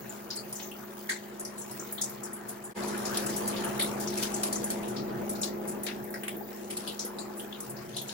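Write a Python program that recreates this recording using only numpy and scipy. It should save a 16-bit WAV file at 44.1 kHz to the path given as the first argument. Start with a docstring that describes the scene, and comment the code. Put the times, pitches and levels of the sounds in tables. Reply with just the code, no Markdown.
"""From the start a fan hums as shaft harmonics; a tiled shower drums, patters and hisses as shaped noise.
Bubbles ring as rising sines. Hands work lather through wet hair, and blobs of foam and water splat on the
tiles as decaying noise bursts. At 2.74 s the sound breaks off and fades in louder; it later sinks slowly,
with three large bubbles from 6.4 s on."""
import sys
import numpy as np
from scipy import signal
from scipy.fft import rfft, irfft, next_fast_len
from scipy.io import wavfile
from scipy.ndimage import uniform_filter1d, map_coordinates

SR = 44100
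rng = np.random.default_rng(int(sys.argv[2]) if len(sys.argv) > 2 else 0)


def generate_wav(sig):
    """Save sig (samples, or channels by samples) to the path in sys.argv[1] as 16-bit PCM at SR."""
    pcm = np.round(np.clip(np.atleast_2d(sig).T, -1, 1) * 32767).astype(np.int16)
    wavfile.write(sys.argv[1], SR, pcm)


N = 358517


def amp(db):
    """Decibel law: level to amplitude ratio."""
    return 10 ** (np.asarray(db) / 20)


def unit(x):
    """Normalisation to an rms of 1."""
    return x / np.sqrt(np.mean(x ** 2) + 1e-20)


def along(points, hz):
    """Logarithmic pitch scale: each column after the frequency, interpolated on a log axis."""
    f, *columns = np.transpose(points)
    return np.squeeze([np.interp(np.log(hz + 1), np.log(f + 1), c) for c in columns])


def curves(rows):
    """Linear interpolation in time: one value per sample for each column after the time."""
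    s, *columns = np.transpose(rows)
    return [np.interp(np.arange(N) / SR, s, c) for c in columns]


def wobble(rate):
    """Band-limited fluctuation: a smooth random curve with `rate` knots a second."""
    knots = rng.standard_normal(int(N * rate / SR) + 4)
    return map_coordinates(knots, [np.arange(N) * rate / SR])


def filtered(x, response):
    """Linear filtering: the spectrum of x times a complex response of frequency."""
    m = next_fast_len(N + SR // 2)
    return irfft(response(np.fft.rfftfreq(m, 1 / SR)) * rfft(x, m), m)[..., :N]


def rush(spectrum, patchy_db, grain_db):
    """Superposed random impacts: two noises, jointly rms 1, sharing gain patches and rapid roughness."""
    drops = rng.standard_normal((2, N)) * amp(grain_db * wobble(300))
    z = signal.stft(drops, nperseg=512)[2]
    patches = uniform_filter1d(rng.standard_normal(z.shape[1:]), 6, 0)  # smooth in frequency
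    patches = uniform_filter1d(patches, 10, 1)  # smooth in time
    pair = signal.istft(z * amp(patchy_db * unit(patches)), nperseg=512)[1][:, :N]
    return unit(filtered(pair, lambda hz: amp(along(spectrum, hz))))


# Level courses before each layer's offset: (time [s], drumming and fan level [dB], patter level [dB])
LOUDNESS = [(0, -44.5, -52.5), (1, -45, -53), (2.2, -43.5, -50.5), (2.737, -46, -52.5), (2.743, -36, -41.5),
            (3.5, -34.5, -43), (4.3, -35, -45.5), (5.3, -35.5, -48.5), (6, -39.5, -52), (6.5, -42, -54),
            (7.2, -42, -50.5), (8.13, -45.5, -53)]
# Harmonics of the fan shaft: (shaft order [-], relative level [dB])
FAN_ORDERS = [(2, -22), (5, -39), (8, 1.5), (9, -9), (10, -14.5), (13, -7.5), (14, -2.5), (16, -8),
              (18, -12.5), (22, -11.5), (24, -17), (26, -8.5), (32, -9.5), (38, -17), (52, -16)]
SHAFT_HZ = 25.895


def fan():
    """Rotating machinery: unsteady harmonics of the shaft rate, further apart in phase at higher orders."""
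    t = np.arange(N) / SR
    hum = np.zeros((2, N))
    for order, db in FAN_ORDERS:
        apart = 0.066 * round(order) * np.array([[-.5], [.5]])  # left and right phase, rad
        phase = rng.uniform(0, 2 * np.pi) + 0.093 * wobble(3) + apart
        tone = np.sin(2 * np.pi * round(order) * SHAFT_HZ * t + phase)
        hum += amp(db + 0.14 * wobble(2.9)) * tone
    return amp(curves(LOUDNESS)[0] - 1.5) * unit(hum)


# Spectrum of water on the tub: (frequency [Hz], relative density [dB per Hz])
TUB_SPECTRUM = [(35, -23), (90, -15), (190, -2.5), (310, -3), (352, 7.5), (400, -1.5), (850, -7),
                (1300, -35), (4000, -36)]
DRUM_GROWS_DB_PER_S = 0.19  # growth relative to the fan


def drumming():
    """Impact noise on a tub: noise in the tub's spectrum, slowly gaining on the fan."""
    t = np.arange(N) / SR
    level_db = curves(LOUDNESS)[0] - 5.0 + DRUM_GROWS_DB_PER_S * t + 0.07 * wobble(10.0)
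    return amp(level_db) * rush(TUB_SPECTRUM, patchy_db=1.8, grain_db=1.5)


# Spectrum of drops on skin and curtain: (frequency [Hz], relative density [dB per Hz])
PATTER_SPECTRUM = [(300, -45), (900, 2), (1300, 0.5), (1800, -1), (3200, -17), (16000, -64)]


def patter():
    """Soft-surface impact noise: drops on skin and curtain as band-shaped noise."""
    return amp(curves(LOUDNESS)[1]) * rush(PATTER_SPECTRUM, patchy_db=2.6, grain_db=1.5)


# Low air mode of the stall: (centre frequency [Hz], width of each resonator [Hz])
AIR_MODE = (131, 33)
# Swells of the air mode: (time [s], half length [s], rise [dB])
SWELLS = [(0.03, .1, 12), (0.512, 0.21, 12.5), (1.803, 0.29, 5.5), (2.493, 0.29, 9), (3.75, 0.7, 9.5),
          (5.144, 0.2, 10.5), (6.02, 0.057, 14), (7.255, 0.034, 9), (7.83, 0.26, 16.5)]
REST_DB = -21.5  # air mode at rest, against the drumming's level course


def air_mode():
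    """Room resonance: noise through two equal cascaded resonators, swelling and fading."""
    t = np.arange(N) / SR
    centre_hz, width_hz = AIR_MODE

    def resonator(hz):
        damping = 1j * hz * width_hz
        return damping / (centre_hz ** 2 - hz * hz + damping)

    swell_db = sum(db * np.exp(-((t - s) / half_s) ** 2) for s, half_s, db in SWELLS)
    level_db = curves(LOUDNESS)[0] + REST_DB + swell_db + 2.2 * wobble(3.68)
    noise = rng.standard_normal((2, N))
    return amp(level_db) * unit(filtered(noise, lambda hz: resonator(hz) ** 2))


# Spectrum of the fine spray: (frequency [Hz], relative density [dB per Hz])
SPRAY_SPECTRUM = [(1000, -30), (2500, -3), (5300, -3), (7500, -1), (9200, 1), (10800, 0), (12000, -8),
                  (15500, -13)]
# Level course of the spray, before gusts: (time [s], level [dB])
SPRAY_LEVEL = [(0, -53.5), (1.3, -57.5), (1.9, -50.5), (2.25, -57.5), (2.737, -55.5), (2.743, -42.5),
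               (3.3, -43.5), (3.8, -44.5), (4.25, -41.5), (4.7, -47.5), (5.05, -57), (6.4, -59.5),
               (6.8, -48.5), (7.25, -57.5), (8.13, -49.5)]


def spray():
    """Fine-droplet noise: treble hiss modulated by random gusts."""
    gusts_db = 1.5 * wobble(9)
    return amp(curves(SPRAY_LEVEL)[0] + gusts_db) * rush(SPRAY_SPECTRUM, patchy_db=2.8, grain_db=3)


# Spectrum of the nozzle hiss: (frequency [Hz], relative density [dB per Hz])
JET_SPECTRUM = [(8000, -40), (11000, -49), (12200, 3.5), (16000, 9)]


def nozzles():
    """Jet noise: hiss of the nozzles, slowly fluctuating about a constant level."""
    return amp(-51.0 + 3.9 * wobble(3.42)) * rush(JET_SPECTRUM, patchy_db=4, grain_db=2.5)


def chirp(hz, t, cycles):
    """Bubble resonance: a soft onset, a rising pitch and a decay, with a peak near 1."""
    age = 4 * t * hz / cycles
    return age * np.exp(1 - age) * np.sin(2 * np.pi * hz * t * (1 + 0.012 * age))


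BUBBLE_HZ, BUBBLE_SPREAD = 899.7, 0.5  # median pitch Hz, standard deviation of natural-log pitch
BUBBLE_CYCLES, BUBBLE_DB = 24.8, -4  # life in cycles, level against the patter dB


def bubbles(count=800):
    """Bubble resonance in running water: short chirps at random moments, each on one side."""
    u, t = rng.random((count, 3)), np.arange(SR // 20) / SR
    hz = BUBBLE_HZ * np.exp(BUBBLE_SPREAD * rng.standard_normal((count, 1)))
    ring = amp(14 * u[:, :1]) * chirp(hz, t, BUBBLE_CYCLES)
    start = (u[:, 1:2] * N).astype(int)
    side = (u[:, 2:] > .5) * (N + SR)  # the right channel follows the left in one long array
    at = start + np.arange(len(t)) + side
    pair = np.bincount(at.ravel(), ring.ravel(), 2 * (N + SR)).reshape(2, -1)[:, :N]
    return amp(curves(LOUDNESS)[1] + BUBBLE_DB) * unit(pair)


# Decay of the tiles' answer: (frequency [Hz], 60 dB decay time [s])
TILES = [(1000, 0.21), (5000, 0.24), (15000, 0.14)]
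# Fine droplets thrown by a blob: (centre frequency [Hz], width [octaves])
FIZZ = (9640, 0.31)
CLUMP_MS, CLUMP_DB = 6, 1.8  # spacing and depth of droplet clumps
RAGGED_DB, PEAKED = 2.2, 1.6  # droplet scatter in pitch; band shape: 1 sharp core, 2 round top


def burst(body_db, body_hz, octaves, fizz_db, rise_ms):
    """Impact and reverberation: clumped droplets in a body band, fizz or both, dying band by band off tiles."""
    noise = rng.standard_normal((2, SR // 5))
    hz, t, z = signal.stft(noise, SR, nperseg=256, noverlap=192)

    def band(centre_hz, width):
        distance = np.abs(np.log2((hz + 1) / centre_hz) / width)
        return unit(np.exp(-distance ** PEAKED))

    ragged = uniform_filter1d(rng.standard_normal(z.shape[1:]), size=24, axis=1)  # smooth in time
    ragged = uniform_filter1d(ragged, size=3, axis=0)  # smooth in frequency
    bands = amp(body_db) * band(body_hz, octaves) + amp(fizz_db) * band(*FIZZ)
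    colour = bands[:, None] * amp(RAGGED_DB * unit(ragged - ragged.mean()))
    decay = amp(-60 * t / along(TILES, hz)[:, None])
    sound = signal.istft(z * colour * decay, SR, nperseg=256, noverlap=192)[1]
    t = np.arange(sound.shape[1]) / SR
    swell = (1 - np.exp(-4 * t / (abs(rise_ms) / 1000))) ** 2
    slap = 1 + 1.56 / (1 + abs(rise_ms)) * amp(-60 * t / 0.013)  # stronger for sudden bursts
    knots = np.r_[.8, .8, rng.standard_normal(58)]  # the first clump is firm
    clumps = amp(CLUMP_DB * np.interp(t * 1000 / CLUMP_MS, np.arange(60), knots))
    return amp(3.5) * swell * slap * clumps * sound


def bursts(rows):
    """Superposition: every burst is added at its own time."""
    out = np.zeros((2, N + SR))
    for s, *shape in rows:
        sound = burst(*shape)
        out[:, round(s * SR):][:, :sound.shape[1]] += sound
    return out[:, :N]


def spurts(count=140):
    """Random impacts: small bursts with negligible fizz, their level tied to the spray's."""
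    u = rng.random((count, 4))
    s = u[:, 0] * (N - 1) / SR
    body_db = curves(SPRAY_LEVEL)[0][(s * SR).astype(int)] - 13 + 10 * u[:, 1]
    body_hz, octaves = 1800 * 5 ** u[:, 2], .12 + .3 * u[:, 3]
    fizz_db, rise_ms = np.full(count, -120), np.full(count, 8)
    return bursts(np.transpose([s, body_db, body_hz, octaves, fizz_db, rise_ms]))


# Bursts from blobs of foam and water, one or several rows a blob, levels before the burst's own gain:
# (time [s], body level [dB], body centre [Hz], body width [octaves], fizz level [dB], rise [ms])
SPLATS = [(0.093, -47, 7040, 0.13, -76, 4.5), (0.303, -39, 4800, 0.36, -56, 4),
          (0.352, -44.5, 7800, 0.29, -40, 22), (0.372, -43, 4570, 0.11, -60, 3),
          (0.526, -51.5, 5760, 0.34, -39.5, 3), (0.55, -38, 6800, 0.35, -64, 29),
          (0.592, -44.5, 2600, 1.3, -64, 14), (0.625, -44, 6460, 0.22, -69, 4.3),
          (0.713, -49, 2920, 0.19, -58, 2.5), (1.087, -28, 1830, 0.26, -55, 22),
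          (1.09, -37, 3950, 0.4, -36.5, 11), (1.091, -33, 7400, 0.33, -57, 19),
          (1.395, -51, 7000, 0.56, -40, 3.7), (1.449, -47, 5640, 0.39, -41.5, 3.1),
          (1.574, -46, 7500, 0.22, -36, 36), (1.613, -45, 7200, 0.29, -50, 9.5),
          (1.71, -56, 5300, 0.073, -42, 6), (1.795, -42.5, 7000, 0.33, -73, 3.4),
          (1.924, -48, 13900, 0.21, -40, 0.81), (1.979, -43, 3700, 0.18, -60, 1.8),
          (2.012, -29.5, 7240, 0.49, -40, 10), (2.093, -43.5, 11900, 0.32, -60, 5),
          (2.231, -40.5, 7400, 0.42, -43.5, 14), (2.33, -82, 7000, 0.27, -38, 4.1),
          (2.481, -40, 12500, 1.5, -41.5, 24), (2.636, -48.5, 7400, 0.12, -39, 23),
          (2.878, -48, 5640, 0.62, -43.5, 4.9), (2.976, -67, 6000, .3, -39.5, 2.3),
          (3.051, -38.5, 5960, 0.55, -60, 5), (3.143, -40, 3930, 0.77, -60, 3.6),
          (3.171, -40, 4540, 0.52, -33, 1.3), (3.262, -39, 7500, 0.34, -40, 3.7),
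          (3.29, -44.5, 5570, 0.46, -44, 9.3), (3.362, -41, 8040, 0.68, -35, 5.3),
          (3.476, -39, 7600, 0.92, -37, 3.1), (3.494, -49, 4400, .25, -55, 4),
          (3.56, -41, 3600, 0.5, -48, 13), (3.643, -63, 6000, 0.4, -38, 2.1),
          (3.793, -31.5, 3700, 0.35, -30.5, 12), (3.795, -41, 2100, 0.38, -60, 6.7),
          (3.822, -47, 3680, 0.09, -30, 2.7), (3.995, -35, 7250, 1.1, -41, 33),
          (4.073, -40.5, 5500, 0.34, -60, 2), (4.172, -40.5, 6350, 0.66, -38, 8.2),
          (4.224, -33, 4400, 1.8, -41, 7), (4.34, -34.5, 7340, 0.38, -47, 6.5),
          (4.432, -37.5, 3700, 1.4, -28.5, 4.2), (4.526, -40.5, 6040, 0.7, -35, 3.1),
          (4.556, -38, 6740, 0.34, -50, 6), (4.641, -50, 6500, 0.35, -33.5, 2.3),
          (4.702, -44.5, 5250, 1.3, -35, 2.4), (4.828, -47.5, 2860, 0.41, -49, 7),
          (4.877, -47, 7000, 1, -40, 19), (4.96, -41, 4660, 0.5, -78, 14),
          (5.292, -50, 5950, 1.2, -35.5, 5.7), (5.35, -48.5, 4960, 0.44, -60, 6.5),
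          (5.413, -37.5, 7100, 0.44, -42, 7.2), (5.43, -34.5, 5230, 0.88, -45, 6.6),
          (5.672, -44.5, 7460, 0.74, -35, 26), (5.832, -39, 12300, 0.96, -47, 5.5),
          (5.864, -37.5, 2730, 1.44, -50, 5.2), (5.884, -44.5, 1940, 0.75, -54, 2.7),
          (6.039, -50, 12700, .3, -54, 3), (6.104, -50, 12000, 0.22, -51, 2.2),
          (6.14, -41, 1700, 0.3, -45.5, 2), (6.141, -53, 4900, 0.25, -60, 1.2),
          (6.234, -44, 2070, 0.65, -44, 1.2), (6.281, -44, 2450, 0.73, -40.5, 0.57),
          (6.365, -46, 12900, 0.23, -59, 4), (6.698, -45, 3000, 1, -36, 20),
          (6.767, -46, 4200, 0.77, -36, 6), (6.874, -40.5, 3550, 0.47, -39.5, 3.8),
          (6.992, -34.5, 5900, 0.6, -61, 2.2), (7.05, -39.5, 10600, 0.25, -55, 0.64),
          (7.185, -45.5, 4430, 0.24, -49, 1.8), (7.19, -41.5, 7650, 0.2, -63, 6.7),
          (7.361, -62, 7000, 0.24, -32, 65), (7.396, -53, 3150, .2, -56, 2.4),
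          (7.524, -47, 3420, 0.31, -69, 6.5), (7.603, -55, 6000, 0.38, -40.5, 1.7),
          (7.694, -64, 7000, 0.34, -41.5, 9.9), (7.965, -44, 3600, 0.33, -38, 3.2),
          (7.966, -43, 6500, 0.32, -60, 4), (7.984, -44, 3600, 0.39, -64, 0.76),
          (8.017, -44, 12000, 0.26, -60, 1.3), (8.078, -49, 6700, 0.17, -46, 10),
          (8.091, -42.5, 4240, 0.55, -65, 2.2)]


def splats():
    """Impact of liquid masses: the bursts that stand out; a row is a body band, fizz or both."""
    return bursts(SPLATS)  # one blob may take several rows


# Single large bubbles, levels before the ports: (time [s], pitch [Hz], level [dB], life [cycles])
PLOPS = [(6.409, 797, -33.5, 12), (7.047, 443, -31.5, 4.6), (7.305, 800, -37, 12)]


def plops():
    """Bubble resonance of single large bubbles: chirps from one spot."""
    out, t = np.zeros((2, N)), np.arange(SR // 20) / SR
    for s, hz, db, cycles in PLOPS:
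        out[0, round(s * SR):][:len(t)] += amp(db) * chirp(hz, t, cycles)
    return out


# Relation of the microphone ports:
# (frequency [Hz], left-right likeness [0-1], right lag [rad], left over right [dB])
PORTS = [(130, .86, .1, 2), (350, .45, 0, 1.5), (1000, .3, .6, 1.5), (3000, .15, .6, 4),
         (5500, .05, 1.3, 6.5), (7200, .4, 2.3, 5), (8500, .93, 3.1, 1), (10500, .75, 2.5, .7),
         (12000, .5, 2.6, .5), (13000, .35, 1.6, 0), (14200, .7, .35, 0), (15600, .93, 0, 0)]


def ports(pair):
    """Interchannel coherence: the right port hears a lagging share of the left's sound plus its own."""
    def right(hz):
        alike, lag, _ = along(PORTS, hz)
        alike = np.clip(alike, 0, 1)
        return np.array([alike * np.exp(-1j * lag), np.sqrt(1 - alike ** 2)])

    both = np.array([pair[0], filtered(pair, right).sum(axis=0)])
    return filtered(both, lambda hz: amp(np.outer([.5, -.5], along(PORTS, hz)[2])))


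def scene():
    """Superposition: the water sounds pass the two ports, and the fan is added."""
    water = drumming() + patter() + air_mode() + spray() + nozzles()
    return fan() + ports(water + bubbles() + spurts() + splats() + plops())


# The break in the sound: (time [s], fade-in [s])
BREAK = (2.738, 0.04)
TOP_HZ = 15900  # band limit


def record(dry):
    """Gating and band limiting: the sound breaks off and fades in, with nothing above the limit."""
    break_s, fade_s = BREAK
    t = np.arange(N) / SR - break_s
    before = np.clip(-t / 0.019, 0, 1)
    after = np.clip(t / fade_s, 0, 1) ** 1.9
    gain = np.where(t < 0, before, after)
    return filtered(dry * gain, lambda hz: hz < TOP_HZ)


dry = scene()
out = record(dry)
generate_wav(out)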